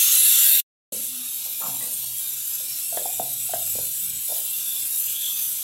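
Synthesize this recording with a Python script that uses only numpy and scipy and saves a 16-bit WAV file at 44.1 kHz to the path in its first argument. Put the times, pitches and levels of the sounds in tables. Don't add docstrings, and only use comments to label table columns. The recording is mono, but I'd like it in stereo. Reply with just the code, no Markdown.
import sys
import numpy as np
from scipy import signal
from scipy.fft import rfft, irfft, next_fast_len
from scipy.io import wavfile
from scipy.ndimage import uniform_filter1d, minimum_filter1d, map_coordinates

SR = 44100
rng = np.random.default_rng(int(sys.argv[2]) if len(sys.argv) > 2 else 0)


def materialize(psi):
    bounded = np.clip(np.atleast_2d(psi).T, -1, 1)
    quanta = np.round(bounded * 32767).astype(np.int16)
    wavfile.write(sys.argv[1], SR, quanta)


N = 248265

LEFT_RIGHT = np.array([[1], [-1]])


def amp(db):
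    return 10 ** (np.asarray(db) / 20)


def pan(left_minus_right_db):
    return left_minus_right_db * LEFT_RIGHT / 2


def unit(x):
    return x / np.sqrt(np.mean(x ** 2) + 1e-20)


def steady(x):
    power = np.abs(uniform_filter1d(np.mean(x ** 2, axis=0), size=4000))
    return x / np.sqrt(power + 1e-20)


def clock():
    return np.arange(N) / SR


def along(points, hz):
    f, v = np.transpose(points)
    return np.interp(np.log(hz + 1), np.log(f + 1), v)


def wobble(knots_per_s):
    knots = rng.standard_normal(int(N * knots_per_s / SR) + 4)
    return map_coordinates(knots, [clock() * knots_per_s])


def arch(start_s, end_s):
    progress = np.clip((clock() - start_s) / (end_s - start_s), 0, 1)
    return np.sqrt(np.abs(np.sin(np.pi * progress)))


def struck(age_s, t60_s):
    t = np.maximum(age_s, 0)
    return (1 - np.exp(-t / 0.001)) * amp(-60 * t / t60_s)


def filtered(x, response):
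    m = next_fast_len(N + 8192)
    return irfft(rfft(x, m) * response(np.fft.rfftfreq(m, 1 / SR)), m)[..., :N]


def left_late(hz, delay_s):
    return np.exp(-2j * np.pi * hz * np.array([[delay_s], [0]]))


def pair(alike):
    mid, side = rng.standard_normal((2, N))
    turn = np.arccos(np.clip(alike, -1, 1)) / 2
    return np.cos(turn) * mid + np.sin(turn) * side * LEFT_RIGHT


def rippled(x, depth_db, width_hz, life_s, own):
    hz, t, z = signal.stft(x, SR, nperseg=1536, noverlap=1152)
    grid = np.meshgrid(hz / width_hz, t / life_s, indexing="ij")
    shared, left, right = [unit(map_coordinates(knots, grid, order=1, mode="mirror"))
                           for knots in rng.standard_normal((3, 512, 256))]
    field = unit(shared + own * np.array([left, right]))
    field = np.minimum(field, 2.2)
    return signal.istft(z * amp(depth_db * field), SR, nperseg=1536, noverlap=1152)[1][:, :N]


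def wash(centre_hz, octaves):
    alike = along([(200, 1.0), (600, 0.55), (1000, 0.13)], centre_hz)
    return unit(filtered(pair(alike), lambda hz: 1 / (1 + (np.log2((hz + 1) / centre_hz) / octaves) ** 4)))


def part(index):
    # start/s, end/s
    spans = [(-.01, .601), (.922, 5.7)]
    start_s, end_s = spans[index]
    fade_t60_s = 0.03
    return np.clip((clock() - start_s) * 1000, 0, 1) * amp(-60 * np.maximum(clock() - end_s, 0) / fade_t60_s)


def background():
    # f/Hz, relative density/dB per Hz
    colour = [(12, -57.5), (20, -13.5), (70, -2.5), (98, -9.5), (124, 2), (157, -5.5), (183, -8),
              (206, -13.5), (247, -1), (370, -13), (562, -12.5), (622, -17.5), (1100, -12), (1430, -55),
              (2420, -120)]
    floor_db, hum_db = -60.5, -68
    floor = unit(filtered(pair(0.79), lambda hz: amp(along(colour, hz))))
    hum = unit(filtered(pair(1.0), lambda hz: 1 / (1 + ((hz - 129) / 7) ** 2)))
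    return amp(floor_db) * floor + amp(hum_db) * hum


def drone():
    # start/s, end/s, first f/Hz, last f/Hz, fundamental/dB, octave/dB
    glides = [(0.92, 1.068, 108.8, 114.6, -66, -53), (1.06, 1.288, 123.1, 127.6, -62, -50),
              (1.634, 1.835, 136.3, 126, -47, -54), (1.948, 2.173, 121.5, 115.5, -51, -66),
              (3.078, 3.9, 133.4, 98.2, -51, -62), (3.99, 4.223, 93.5, 84.2, -58, -54)]
    waver_db, jitter_hz = 2, 2.5
    out = np.zeros(N)
    for start_s, end_s, first_hz, last_hz, low_db, octave_db in glides:
        hz = np.interp(clock(), [start_s, end_s], [first_hz, last_hz]) + jitter_hz * wobble(45)
        phase = 2 * np.pi * np.cumsum(hz) / SR
        for k, db in enumerate([low_db, octave_db]):
            level = amp(db + waver_db * wobble(24.82))
            out += arch(start_s, end_s) * level * np.sin((k + 1) * phase)
    return out


def kitchen(x, alike=0.073, build_s=0.0025):
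    # f/Hz, t60/s
    reverb = [(120, 0.86), (300, 0.33), (700, 0.35), (2000, 0.12), (10000, 0.43)]
    wall_delay_s = 0.009
    hz, t, z = signal.stft(pair(alike)[:, :SR * 3 // 4], SR, nperseg=256)
    build = 1 - np.exp(-np.maximum(t - wall_delay_s, 0) / build_s)
    decay = amp(-60 * t / along(reverb, hz)[:, None]) * build
    tail = signal.istft(z * decay, SR, nperseg=256)[1]
    wet = signal.fftconvolve(x[None], tail / np.linalg.norm(tail[0]), axes=1)
    highpass = signal.butter(2, 330, "highpass", fs=SR, output="sos")
    side = signal.sosfilt(highpass, (wet[0] - wet[1]) / 2)
    return wet.mean(axis=0) + side * LEFT_RIGHT


def rumble():
    # start/s, end/s, level/dB
    turns = [(3.694, 3.91, -50.5), (4.028, 4.26, -57.5)]
    level = sum(amp(db) * arch(start_s, end_s) ** 2 for start_s, end_s, db in turns)
    return level * wash(centre_hz=100, octaves=0.49)


def clink():
    start_s, t60_s, level_db = 1.808, 0.23, -41.5
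    modes = wash(centre_hz=1940, octaves=0.047) + 0.6 * wash(centre_hz=1140, octaves=0.07)
    return amp(level_db) * struck(clock() - start_s, t60_s) * modes


def bumps():
    # t/s, level/dB, pitch/Hz, weight (drive of the lowest mode)/dB, left minus right/dB
    contacts = [(0.922, -38, 510, 1.5, 2), (0.942, -59, 430, 6, 2), (1.456, -48.5, 635, -40, -2),
                (1.603, -44, 640, -12, 1), (1.618, -32.5, 1200, -12, 3), (1.637, -43, 900, -2, 1),
                (1.649, -44, 775, 0, 0), (1.683, -50, 800, 4, 3), (1.777, -62, 700, 18, 1),
                (1.807, -45.5, 570, -13, -1), (1.865, -48.5, 543, -1, 1), (2.021, -55, 810, -4, 3),
                (2.604, -52.5, 555, -14, 6), (4.1, -72, 500, 22.5, 4)]
    # f/Hz, level/dB, blur/octaves, t60/s
    modes = [(223, -9, 0.32, 0.51), (370, 0.5, 0.23, 0.27), (540, -1.5, 0.22, 0.32), (800, -1, 0.41, 0.43),
             (1200, -0.5, 0.3, 0.24)]
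    reach_octaves = 0.42
    direct_db, direct_cycles = 3, 13
    chatter_db = 1
    out, t = np.zeros((2, N)), np.arange(SR * 3 // 4) / SR
    for k, (hz, mode_db, octaves, t60_s) in enumerate(modes):
        blur = wash(hz, octaves)
        for s, db, pitch_hz, weight_db, pan_db in contacts:
            span = slice(round(s * SR), round(s * SR) + len(t))
            if k == 0:
                drive = amp(weight_db)
            else:
                drive = 1 / (1 + (np.log2(hz / pitch_hz) / reach_octaves) ** 4)
            detuned_hz = hz * (1 + 0.056 * rng.standard_normal())
            clean = np.sin(2 * np.pi * detuned_hz * t) * struck(t, direct_cycles / hz)
            ring = amp(direct_db) * clean + struck(t, t60_s) * blur[:, span]
            out[:, span] += amp(db + mode_db + pan(pan_db)) * drive * ring
    return out * amp(chatter_db * wobble(110))


def scrapes():
    # start/s, end/s, level/dB
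    strokes = [(2.897, 3.104, -48), (4.28, 4.342, -47), (4.345, 4.43, -52)]
    level = sum(amp(db) * arch(start_s, end_s) ** 2 for start_s, end_s, db in strokes)
    return level * amp(4.5 * wobble(140)) * wash(centre_hz=620, octaves=0.45)


def tub():
    # t/s, level/dB, ring f/Hz, ring t60/s, thump/dB, tick/dB, tick f/Hz
    knocks = [(2.925, -27.5, 680, .05, -9, -19, 1700), (2.973, -10, 643, 0.015, -29, -14, 1770),
              (2.979, -25.5, 740, 0.023, -20, -2, 1650), (2.993, -30, 480, 0.026, -17, -14, 1500),
              (3.016, -22.5, 600, 0.018, -25, -18, 1400), (3.056, -16, 743, 0.026, -35, -24, 1300),
              (3.197, -10, 706, 0.023, -10.5, -21.5, 1250), (3.493, -29, 726, 0.045, -29, -27, 1500),
              (3.536, -13.5, 685, 0.035, -16, -10, 1610), (3.754, -18.5, 535, 0.0085, -6.5, -23, 1310),
              (3.787, -18, 584, 0.012, -14.5, -24, 1500), (4.3, -32, 646, 0.031, -23, -28, 1500),
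              (4.306, -33, 784, .03, -23, -28, 1500), (4.318, -30, 750, 0.027, -25, -30, 1500),
              (4.322, -21.5, 650, .024, -26, -26, 1500), (4.33, -32, 563, 0.017, -17, -22, 1500),
              (4.358, -39, 560, .03, -20, -24, 1500), (4.375, -41, 780, .03, -20, -22, 1500)]
    # f/Hz, mean level/dB, t60/s
    wall_modes = [(400, -28, 0.037), (513, -14.5, 0.044), (842, -21, 0.055)]
    # multiple of tick f, level/dB, t60/s
    tick_modes = [(.83, -11, 0.013), (1, 0.5, 0.02), (1.14, 0, .014), (1.9, 4, 0.013)]
    # left/dB, right/dB
    room_db = [-3.5, -6]
    direct, room, t = np.zeros(N + SR), np.zeros((2, N + 2 * SR)), np.arange(SR // 4) / SR
    woody = signal.butter(2, [700, 3600], "bandpass", fs=SR, output="sos")

    def ring(hz, t60_s, attack_s):
        return np.sin(2 * np.pi * hz * t) * amp(-60 * t / t60_s) * (1 - np.exp(-t / attack_s))

    for s, db, hz, t60_s, thump_db, tick_db, tick_hz in knocks:
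        hollow = 1.4 * ring(hz, t60_s, attack_s=0.0014)
        wall = sum(amp(mode_db + 2 * rng.standard_normal()) * ring(mode_hz, mode_t60_s, attack_s=0.005)
                   for mode_hz, mode_db, mode_t60_s in wall_modes)
        thump = ring(hz=245, t60_s=0.035, attack_s=0.0064)
        thump += 0.45 * ring(hz=145, t60_s=0.088, attack_s=0.011)
        thump += 0.31 * ring(hz=478, t60_s=0.038, attack_s=0.0073)
        crack = signal.sosfilt(woody, rng.standard_normal(len(t)) * amp(-60 * t / 0.0018))
        tick = 1.2 * crack + sum(amp(mode_db) * ring(multiple * tick_hz, mode_t60_s, attack_s=0.00025)
                                 for multiple, mode_db, mode_t60_s in tick_modes)
        knock = amp(db) * (hollow + wall + amp(thump_db) * thump + amp(tick_db) * tick)
        answer = kitchen(knock)
        direct[round(s * SR):][:len(t)] += knock
        room[:, round(s * SR):][:, :answer.shape[1]] += answer
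    sides = filtered(direct[:N], lambda hz: left_late(hz, delay_s=0.0002)) * amp([[-2], [0.5]])
    return sides + amp(room_db)[:, None] * room[:, :N]


def whistles():
    # start/s, end/s, first f/Hz, last f/Hz, width/Hz, level/dB, left minus right/dB
    resonances = [(-.2, 0.797, 2710, 2710, 100, -40, -0.5), (-.2, 0.6, 7480, 7540, 350, -28.5, 0),
                  (-.15, .22, 6250, 6630, 450, -28.5, 5), (.12, 0.676, 10580, 12670, 1000, -21.5, 8),
                  (0.382, 0.639, 13730, 14730, 1200, -23, 12), (0.896, 1.116, 6210, 6230, 200, -44, 7.5),
                  (0.903, 1.143, 7350, 7100, 200, -43, 3), (0.898, 1.418, 11340, 10940, 443, -36.5, 7.5),
                  (1.285, 2.302, 13200, 12940, 450, -35.5, -5.5), (1.88, 2.05, 8450, 8600, 200, -36.5, 6),
                  (2.56, 2.945, 5510, 5450, 150, -44.5, 8), (2.372, 4.9, 8020, 8000, 190, -37.5, -4),
                  (2.547, 3.504, 10950, 11030, 300, -35.5, 7), (3.705, 5.102, 12460, 12640, 300, -47, 0),
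                  (4.33, 4.92, 3560, 3530, 250, -43, 1.5), (5.05, 5.5, 3300, 3500, 400, -39, 0),
                  (4.45, 4.65, 2730, 2770, 120, -44, -4), (5.06, 5.16, 2860, 2860, 120, -42, 0),
                  (4.6, 5.4, 7200, 7240, 199, -42, -3), (4.92, 5.748, 6170, 6160, 250, -40.5, 7),
                  (4.88, 5.55, 13400, 13800, 600, -35.5, 10)]
    flicker_db, swell_db = 1.6, 2.2
    out = np.zeros((2, N))
    for start_s, end_s, first_hz, last_hz, width_hz, db, pan_db in resonances:
        on = (clock() > start_s) & (clock() < end_s)
        hz = np.interp(clock()[on], [start_s, end_s], [first_hz, last_hz])
        pole = np.exp(-np.pi * width_hz / SR)
        noise = pair(0.34)[:, on] + 1j * pair(0.21)[:, on]
        breath = signal.lfilter([1], np.poly([pole, pole]), noise)
        band = np.real(breath * np.exp(2j * np.pi * np.cumsum(hz) / SR))
        level_db = db + (flicker_db * wobble(35) + swell_db * wobble(9))[on] + pan(pan_db)
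        out[:, on] += amp(level_db) * arch(start_s, end_s)[on] * unit(band)
    return out


def jet(rows, sway_db, spurt_db, roar_colour, fizz_colour, roar_level_db, roar_alike, fizz_alike, sputter_db):
    roar_follows, sizzle_follows = 0.082, 0.68
    fizz_offset_db = 1.0
    s, points_db = np.transpose(rows)
    mean_db = points_db.mean()
    strength_db = np.interp(clock(), s, points_db)
    swing_db = strength_db - mean_db + pan(sway_db)
    roar_db = roar_level_db + roar_follows * (strength_db - mean_db) + spurt_db + 0.57 * wobble(17)

    def low(hz):
        return 1 / np.sqrt(1 + (hz / 6900) ** 40)

    roar = filtered(pair(roar_alike),
                    lambda hz: amp(along(roar_colour, hz)) * low(hz) * left_late(hz, delay_s=0.0002))
    fizz = filtered(pair(fizz_alike), lambda hz: amp(along(fizz_colour, hz)) * np.sqrt(1 - low(hz) ** 2))
    roar = rippled(roar, depth_db=4.0, width_hz=60, life_s=0.09, own=0.22)
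    fizz = rippled(fizz, depth_db=3.6, width_hz=55, life_s=0.05, own=0.3)
    fizz = rippled(fizz, depth_db=2.0, width_hz=270, life_s=0.11, own=3.7)
    sputter = sputter_db * (wobble(30) + 1.76 * wobble(130) + 1.3 * wobble(500))
    flutter = 0.35 * wobble(11)
    fizz = steady(fizz) * amp(mean_db + fizz_offset_db + flutter + sputter)
    sizzle = filtered(fizz, lambda hz: 1 / (1 + (hz / 9800) ** 20))
    roar = steady(roar) * amp(roar_db + 0.25 * sputter)
    return roar + sizzle * amp(sizzle_follows * swing_db) + (fizz - sizzle) * amp(swing_db)


def scene():
    # t/s, level/dB
    near_strength = [(0.0, -16), (0.532, -15), (0.6, -18)]
    far_strength = [(0.93, -31), (1.06, -29), (1.14, -33), (1.35, -29.5), (1.44, -30.5), (1.65, -29.5),
                    (1.74, -30), (1.96, -28), (2.05, -30), (2.25, -28), (2.41, -29), (2.48, -26.5),
                    (2.6, -29.5), (3.3, -29), (3.97, -26), (4.21, -30.5), (4.38, -24.5), (4.44, -27),
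                    (4.91, -26), (4.99, -22.5), (5.14, -29), (5.44, -25), (5.62, -28.5)]
    # f/Hz, relative density/dB per Hz
    near_roar = [(200, -41.5), (800, -32.5), (1150, -24.5), (1400, -17), (2000, -10.5), (2350, -12.5),
                 (2700, -1.5), (3100, -4.5), (3600, 1), (4200, -6.5), (5000, -16.5), (5500, -7), (6100, -8),
                 (7000, -2.5)]
    far_roar = [(200, -58), (600, -25), (1050, -22), (1500, -13.5), (2050, -15.5), (2400, -3), (2800, -2.5),
                (3150, -3.5), (3600, -0.5), (4150, -5.5), (5000, -9.5), (5500, -6), (6600, -1.5),
                (7200, -26)]
    near_fizz = [(6000, -10.5), (7000, -6), (7600, -5.5), (8600, -6.5), (9800, -4), (11000, -3),
                 (11800, -0.5), (12700, -1), (13700, -6), (15700, -8)]
    far_fizz = [(6000, -16), (7100, -4), (7900, -5.5), (8600, -6), (9500, -8), (10200, -3.5), (11000, 0),
                (12000, -1), (12800, -0.5), (13800, -5), (15000, -8), (15700, -8.5)]
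    # t/s, left minus right/dB
    sway = [(0.93, -3), (1.05, 9), (1.16, -1), (1.26, 2), (1.52, -6), (2.8, 5), (3.14, -0.5), (3.36, 6),
            (3.48, -1.5), (3.74, -2), (3.83, 2), (3.94, -4.0), (4.31, 1), (4.39, -4), (4.46, -1),
            (5.62, -1)]
    # t/s, lift/dB
    spurts = [(4.37, 3), (4.59, 2), (4.83, 1), (5.11, 0.5), (5.39, 3.5)]
    spurt_width_s = 0.035
    near = jet(near_strength, 2, 0, near_roar, near_fizz,
               roar_level_db=-22.5, roar_alike=0.51, fizz_alike=0.42, sputter_db=0.5)
    sway_db = np.interp(clock(), *np.transpose(sway))
    spurt_db = sum(db * np.exp(-((clock() - s) / spurt_width_s) ** 2) for s, db in spurts)
    far = jet(far_strength, sway_db, spurt_db, far_roar, far_fizz,
              roar_level_db=-36.5, roar_alike=0.68, fizz_alike=0.83, sputter_db=0.5)
    work = tub() + scrapes() + rumble() + bumps() + clink()
    throughout = whistles() + background()
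    return part(index=0) * (near + throughout) + part(index=1) * (far + work + drone() + throughout)


def record(dry):
    top_hz = 15850
    needed = np.minimum(1, 0.92 / (np.abs(dry).max(axis=0) + 1e-9))
    gain = uniform_filter1d(minimum_filter1d(needed, size=89), size=89)
    return filtered(dry * gain, lambda hz: 0.5 - 0.5 * np.tanh((hz - top_hz) / 60))


dry = scene()
out = record(dry)
materialize(out)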